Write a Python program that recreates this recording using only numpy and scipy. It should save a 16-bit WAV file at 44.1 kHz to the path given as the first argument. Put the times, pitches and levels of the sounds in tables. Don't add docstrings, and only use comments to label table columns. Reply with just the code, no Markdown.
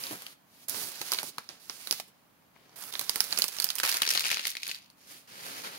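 import sys
import numpy as np
from scipy import signal
from scipy.fft import rfft, irfft
from scipy.io import wavfile
from scipy.ndimage import uniform_filter1d, map_coordinates

SR = 44100
rng = np.random.default_rng(int(sys.argv[2]) if len(sys.argv) > 2 else 0)


def to_wav(s):
    ch = np.atleast_2d(s).T
    pcm = np.round(np.clip(ch, -1, 1) * 32767)
    wavfile.write(sys.argv[1], SR, pcm.astype(np.int16))


N = 254898
TIME = np.arange(N) / SR
HALF_OCTAVES = 45 * 2 ** np.arange(0, 8.6, .5)
# start_s, snap_db (2.5-7 kHz), ring_hz, body_db, fizz_db (both relative to the snap)
CREASES = [(0.038, -29.5, 5150, -15, -12), (0.068, -36, 3840, -7, -3), (0.22, -42.5, 4450, 2, 6),
           (0.2656, -33.5, 3000, -7.5, -3), (0.6843, -41.5, 6340, -39, 20), (0.6955, -37, 6230, -28, 16),
           (0.7446, -32.5, 5000, -3, -22), (0.9183, -47, 4930, -3, 8), (1.015, -26.5, 4310, -3.5, -0.5),
           (1.1188, -23, 4900, -10, 5.5), (1.1259, -32, 1220, 0, -15), (1.135, -21.5, 4010, -16, -0.5),
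           (1.146, -28, 4220, -9, -26), (1.1872, -21.5, 4240, -11.5, -19), (1.2305, -33, 850, -3, 6.5),
           (1.3825, -27, 1080, -4, -4.5), (1.49, -35.5, 5200, -14.5, -11.5), (1.6971, -26, 5400, -9.5, -14),
           (1.8722, -31, 4100, -3.5, -1.5), (1.9101, -16.5, 5200, -24, -2.5),
           (1.9252, -22, 5200, -11, -3.5), (1.9992, -24.5, 770, -12, -4.5), (2.562, -67, 2060, 17.5, -15),
           (2.759, -54, 5660, -5, -7), (2.925, -37.5, 3790, -9, -4), (2.938, -32.5, 3520, -8, -4),
           (2.9532, -27.5, 3750, -11, -25), (2.9937, -25, 4200, -12, 3.5), (3.0119, -38.5, 4750, 7, 12),
           (3.0946, -18.5, 4820, -13.5, 0.5), (3.1583, -28.5, 4220, 1.5, 8.5), (3.2047, -16, 5200, -12, 2),
           (3.2404, -38, 5510, -10, 8), (3.326, -21.5, 4450, -9.5, -18), (3.3753, -23, 5200, -12.5, -5),
           (3.3873, -27, 5420, -3.5, 11.5), (3.42, -15.5, 4440, -19.5, -5),
           (3.4408, -22.5, 5040, -5.5, 4.5), (3.481, -32.5, 5550, -18, 8), (3.485, -33.5, 4460, -2.5, -5.5),
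           (3.586, -27, 5500, -14, -17), (3.6002, -23.5, 4570, -10, 2), (3.6207, -31.5, 4800, -12, 7),
           (3.6256, -31, 4540, -23, -16), (3.6427, -24, 4880, -12, 10), (3.6888, -26.5, 5100, -17, -8),
           (3.703, -18, 3700, -24, -8.5), (3.754, -38.5, 5750, -11, 16.5), (3.7838, -30, 3080, -13, 6),
           (3.789, -31, 2650, -24, 4), (3.7998, -17, 1700, -18, -11), (3.8337, -22.5, 1500, -3.5, -3),
           (3.838, -29.5, 1420, -3, -8), (3.846, -30, 1610, -15, -3), (3.86, -25.5, 1730, -11, 3),
           (3.8912, -26, 5710, -24, 5), (3.8949, -21.5, 1750, -28, 0), (3.9157, -22, 4630, -21, -3),
           (3.9252, -23, 4870, -10, -1), (3.943, -24.5, 4220, -7, 1), (3.9692, -22, 6300, -26, 1),
           (4.0195, -17, 3830, -8, 0), (4.0247, -35, 4180, -23, -9), (4.0315, -24, 2520, -15, -11),
           (4.0645, -43, 4890, -7, -10), (4.0762, -18, 5600, -13, -18), (4.09, -19, 5700, -26, -3),
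           (4.1049, -22, 5400, -14, 5.5), (4.1144, -30.5, 5100, -12.5, 7), (4.1272, -29, 4970, -9, -5),
           (4.137, -26, 2730, -25, 5.5), (4.1525, -23.5, 3950, -1, -4), (4.1756, -14.5, 4160, -16, -13.5),
           (4.195, -21, 4050, -30, 1.5), (4.207, -29, 4540, -5.5, 7), (4.218, -38, 4650, -13, -16),
           (4.2413, -25, 2860, -9.5, -10), (4.2487, -22, 2180, -20, -7), (4.2548, -24.5, 4400, -7, -12),
           (4.266, -23, 2280, -20, -2), (4.2718, -26.5, 3000, -15, -7), (4.311, -25, 2300, -14, -11),
           (4.3152, -18.5, 2600, -9, -1), (4.3284, -24, 2520, -9, -28), (4.3705, -28.5, 3900, -2, -25),
           (4.394, -24.5, 2660, -10, -19), (4.4077, -32, 2760, -24, -16), (4.4296, -36, 5430, -26, -22),
           (4.4533, -20, 2000, -13, -13), (4.4697, -23.5, 1670, -14, 5), (4.503, -35.5, 6160, -27, 12.5),
           (4.5174, -50, 4770, -13.5, 1), (4.5526, -29.5, 2000, -13, -8), (4.5687, -21, 2170, -21.5, -11.5),
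           (4.632, -19, 2380, -30, -12), (4.6784, -39.5, 6850, -1.5, 18), (4.688, -32, 4260, -7.5, -17),
           (4.694, -26.5, 4080, -17, -15.5), (4.7141, -21.5, 2600, -30, -14),
           (4.7463, -33.5, 4700, -19, -7), (4.9013, -50.5, 4470, -14.5, 2)]


def undb(db):
    return 10 ** (np.asarray(db) / 20)


def at(table, hz):
    pitch_hz, value = np.transpose(table)
    return np.interp(np.log(hz), np.log(pitch_hz), value)


def curves(table):
    time_s, *columns = np.transpose(table)
    return [np.interp(TIME, time_s, c) for c in columns]


def band(x, hz):
    edges = [hz * 2 ** -.25, min(hz * 2 ** .25, .45 * SR)]
    return signal.sosfilt(signal.butter(2, edges, "band", fs=SR, output="sos"), x)


def colour(hz, four_db):
    centres = (250, 1100, 4200, 11000)
    widths = (380, 1400, 4500, 7000)
    per_hz = four_db - 10 * np.log10(widths)[:, None]
    place = np.interp(np.log(hz), np.log(centres), np.arange(4))
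    k = min(int(place), 2)
    return per_hz[k] + (place - k) * (per_hz[k + 1] - per_hz[k])


def wobble(rate_hz):
    k = int(SR / rate_hz)
    steps = np.repeat(rng.standard_normal(N // k + 1), k)
    smooth = uniform_filter1d(uniform_filter1d(steps, k), k)[:N]
    return smooth / np.std(smooth)


def pair(noise, alike):
    return np.sqrt(alike) * noise[0] + np.sqrt(1 - alike) * noise[1:]


def bursts(starts, sizes, decay_s, rise_s):
    kicks = np.bincount(starts, sizes, N)[:N]
    fall, rise = np.exp(-1 / (decay_s * SR)), np.exp(-1 / (rise_s * SR))
    return signal.lfilter([1 - rise], np.convolve([1, -fall], [1, -rise]), kicks)


def room_tone(level_db=-64):
    # pitch_hz, relative_db
    air = [(15, -52), (25, -23.5), (200, -5), (309, -5.5), (363, -15.5), (840, -9.5), (988, -10),
           (1070, -13), (7920, -28), (16000, -22)]
    # pitch_hz, share
    alike = [(60, 0.26), (130, 1), (300, 0.24), (700, 0.18), (1400, .01)]
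    noise, hiss = rng.standard_normal((2, 3, N)), 0
    for k, hz in enumerate(HALF_OCTAVES):
        gain = undb(at(air, hz) + 0.36 * wobble(5.4))
        hiss += band(gain * pair(noise[k % 2], at(alike, hz)), hz)
    hiss *= undb([[-.8], [.8]])
    return hiss * undb(level_db) / np.sqrt(np.mean(hiss ** 2))


def room_echo(sound, level_db=-13.5):
    # pitch_hz, fade_s
    fades = [(200, 0.13), (1000, 0.18), (2500, 0.46), (12000, 0.16)]
    t = TIME[:SR // 2]
    tail = sum(band(rng.standard_normal((2, len(t))), hz) * undb(-60 * t / at(fades, hz))
               for hz in HALF_OCTAVES)
    tail *= np.clip(t / 0.0066, 0, 1)
    tail /= np.sqrt(np.mean(np.sum(tail ** 2, axis=1)))
    return undb(level_db) * signal.fftconvolve(sound.mean(axis=0, keepdims=True), tail, axes=1)[:, :N]


def through_ports(x):
    # pitch_hz, gain_db
    tone = [(25, -27), (70, -17.5), (130, -2), (250, -1), (2500, 0), (3500, -1), (4600, 1), (6000, -1.5),
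            (8000, -5), (10500, 1), (15000, -2.5)]
    hz = np.maximum(np.fft.rfftfreq(N, 1 / SR), 1)
    return irfft(rfft(x, axis=1) * undb(at(tone, hz)), N, axis=1)


def phone_shadow(hz, samples=slice(None)):
    # time_s, treble_db, body_db
    balance = [(0, -4, 3.5), (.6, -0.5, 1.5), (.7, -8, 3.3), (2.0, -9, 3.8), (2.5, 4, 12), (2.8, -11, 1.7),
               (3.7, -10.5, 2.2), (3.85, -8, 5.3), (4.1, 0.5, 6.7), (4.8, -1, 3), (5.2, -3, 3.1),
               (5.78, -3.5, 2.7)]
    # pitch_hz, factor
    low_shade = [(150, 0.55), (1000, 1)]
    # pitch_hz, factor
    high_shade = [(1500, 0.14), (2500, 0.042), (4400, 1.057), (8000, 1.305), (15000, 1.57)]
    treble_db, body_db = (c[samples] for c in curves(balance))
    pan_db = body_db * at(low_shade, hz) + at(high_shade, hz) * (treble_db - body_db)
    return undb(np.array([pan_db, -pan_db]) / 2)


def flaps(hz):
    # start_s, level_db, pitch_hz
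    puffs = [(0.108, -40, 350), (1.007, -42.5, 228), (1.231, -39, 330), (1.379, -46, 577),
             (1.492, -55, 432), (1.693, -44.5, 432), (1.906, -37, 232), (3.165, -52, 500),
             (3.384, -46, 307), (3.638, -43, 316)]
    start_s, level_db, pitch_hz = np.transpose(puffs)
    size = undb(level_db - 27 - 7 * np.log2(hz / pitch_hz) ** 2)
    return bursts(((start_s + 1 / pitch_hz) * SR).astype(int), size, 0.0051, 0.0007)


def slides(grip_s=0.0043, stop_s=0.062):
    # start_s, swell_s, fade_s, first_db, middle_db, last_db (all three at 2.5-7 kHz),
    # thud_db, body_db, fizz_db (relative to those), crispness (0-1)
    strokes = [(0.0, 0.11, 0.22, -45, -45, -59, -14, -7, -1.5, 0.27),
               (0.109, 0.021, 0.046, -55, -50, -69, 9, 6.5, 9, 0.4),
               (0.47, 0.17, 0.028, -75, -60, -74, -10, -11, 0, 0.15),
               (0.683, 0.11, 0.096, -47.5, -42, -47.5, -10.5, -7.5, 1.5, 0.26),
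               (0.9, 0.19, 0.13, -51, -44, -47.5, -17, -7.5, -3.5, 0.31),
               (1.24, 0.012, 0.04, -46, -48.5, -47.5, -14, -15, -1.5, 0),
               (1.31, 0.071, 0.16, -63, -60, -69, -9, -7.5, -8.5, 0.4),
               (1.49, 0.011, 0.092, -52, -52.5, -66, -11, -9, -12, 0),
               (1.599, 0.2, 0.19, -61.5, -53, -49.5, -17, -10, -3.5, 0.24),
               (2.022, 0.042, 0.019, -69, -76, -67.5, 3.5, -7, 5.5, .2),
               (2.544, .03, 0.17, -72, -71, -65.5, 1, -0.5, -10.5, 0.5),
               (2.759, 0.045, 0.099, -56, -53.5, -51.5, -6.5, -1, 2, 0.52),
               (2.92, 0.27, .24, -49.5, -46.5, -49, -12, -6, -2.5, 0.45),
               (3.3, 0.082, 0.19, -44, -40, -56.5, -13, -6.5, -4, 0.83),
               (3.52, 0.051, 0.28, -48, -45.5, -51.5, -16.5, -5, -2.5, 0.68),
               (3.83, 0.093, 0.1, -37, -34.5, -35.5, -23.5, -2.5, -5.5, 0.89),
               (4.015, .01, 0.043, -40, -36, -44, -29, -4, -5, 1),
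               (4.06, 0.064, 0.14, -32, -28, -38, -29, -13.5, -8, 0.98),
               (4.24, 0.07, 0.23, -39, -31.5, -43.5, -27, -13.5, -8.5, 0.86),
               (4.449, 0.029, .07, -37, -31.5, -58, -28, -19, -5.5, .95),
               (4.56, 0.16, 0.2, -52.5, -42, -70, -25, -15.5, -7, .95),
               (4.97, 0.15, 0.15, -70, -50, -67.5, -11, -9.5, -2.5, 0.31),
               (5.275, 0.25, 0.23, -56, -44, -55, -9.5, -4.5, -4, 0.28),
               (5.637, 0.038, 0.026, -44, -43.5, -53, -15, -0.5, -7.5, 0),
               (5.71, 0.033, 0.044, -53, -51, -50, -11, -2, -5.5, .1)]
    start, swell, fade, first, middle, last, thud, body, fizz, crisp = np.transpose(strokes)
    zero = 0 * start
    corners_s = np.cumsum([start - grip_s, zero + grip_s, swell, fade, zero + stop_s], axis=0).T
    corners_db = np.transpose([zero - 95, first, middle, last, zero - 95])
    power = undb([2 * np.interp(TIME, s, db) for s, db in zip(corners_s, corners_db)])
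    levels_db = 10 * np.log10(undb(2 * np.array([thud, body, zero, fizz])) @ power)
    return levels_db, crisp @ power / power.sum(axis=0)


def rustle(hz, levels_db, crisp, ticks, shiver_db):
    when, strength, pitch = ticks.T
    tick_hz = 1200 * 6 ** pitch
    in_band = np.exp(-(np.log2(hz / tick_hz) / 0.18) ** 2)
    size = undb(-3 * np.log(strength) + 6.7 * in_band - 1.5)
    grain = bursts((when * N).astype(int), size, 0.00078, 0.000099)
    db = colour(hz, levels_db) + shiver_db + wobble(24.89) + 1
    db -= 2 * crisp * np.clip(np.log2(1300 / hz), 0, 1)
    return undb(db) * (1 - 0.69 * crisp + crisp * min(hz / 1500, 1) * grain)


def cracks(hz):
    start_s, snap, _, body, fizz = np.transpose(CREASES)
    size = undb(snap + colour(hz, np.array([body - 17, body, 0 * snap, fizz])) + 4)
    starts = (start_s * SR).astype(int)
    slow = (4000 / hz) ** 0.28
    flip = bursts(starts, size, 0.00061 * slow, 0.00075)
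    shake = undb(-18.5) * bursts(starts, size, 0.004 * slow, 0.0042)
    settle = undb(-37.5) * bursts(starts, size, 0.014, 0.0065)
    return flip + shake + settle


def panel_rings():
    start_s, snap, ring_hz, body, _ = np.transpose(CREASES)
    starts, age = (start_s * SR).astype(int), np.arange(512)
    cycles = age / SR * ring_hz[:, None]
    chance = rng.random((len(starts), 2))
    length = 1.97 * (ring_hz[:, None] / 4000) ** 0.65 * (0.57 + 0.74 * chance[:, :1])
    envelope = cycles / length * np.exp(1 - cycles / length * 1.11)
    ring = envelope * np.sin(2 * np.pi * (cycles * (1 - 0.00033 * cycles) + chance[:, 1:]))
    lowness = np.clip(np.log2(3000 / ring_hz), 0, 1)
    gains = undb(snap + body * lowness + 5) * phone_shadow(ring_hz, starts)
    places = np.minimum(starts[:, None] + age, N - 1).ravel()
    return np.array([np.bincount(places, (g[:, None] * ring).ravel(), N) for g in gains])


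def paper(ticks_per_s=250):
    # pitch_hz, share
    alike = [(100, 0.79), (1000, 0.81), (3000, 0.17), (10000, 0.11)]
    noise = rng.standard_normal((2, 3, N))
    ticks, shiver_db = rng.random((int(ticks_per_s * N / SR), 3)), 1.2 * wobble(40)
    levels_db, crisp = slides()
    out = 0
    for k, hz in enumerate(HALF_OCTAVES):
        motion = rustle(hz, levels_db, crisp, ticks, shiver_db) + cracks(hz) + flaps(hz)
        sound = band(motion * phone_shadow(hz) * pair(noise[k % 2], at(alike, hz)), hz)
        out += np.roll(sound, -int(SR / hz), axis=1)
    return out * np.sqrt(SR / 2)


def scene():
    # time_s, delay_ms
    left_delay = [(0, -0.31), (.5, -0.14), (2.3, -0.11), (2.8, .1), (3.72, 0.129), (3.95, -0.42),
                  (5.78, -0.41)]
    near = paper() + panel_rings()
    lag = curves(left_delay)[0] * SR / 1000
    near[0] = map_coordinates(near[0], [np.arange(N) - lag], order=3, mode="nearest")
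    return through_ports(near + room_echo(near)) + room_tone()


def record(dry):
    top_cut = signal.ellip(10, .2, 60, 15750, fs=SR, output="sos")
    return np.clip(signal.sosfilt(top_cut, dry), -1, 1)


dry = scene()
out = record(dry)
to_wav(out)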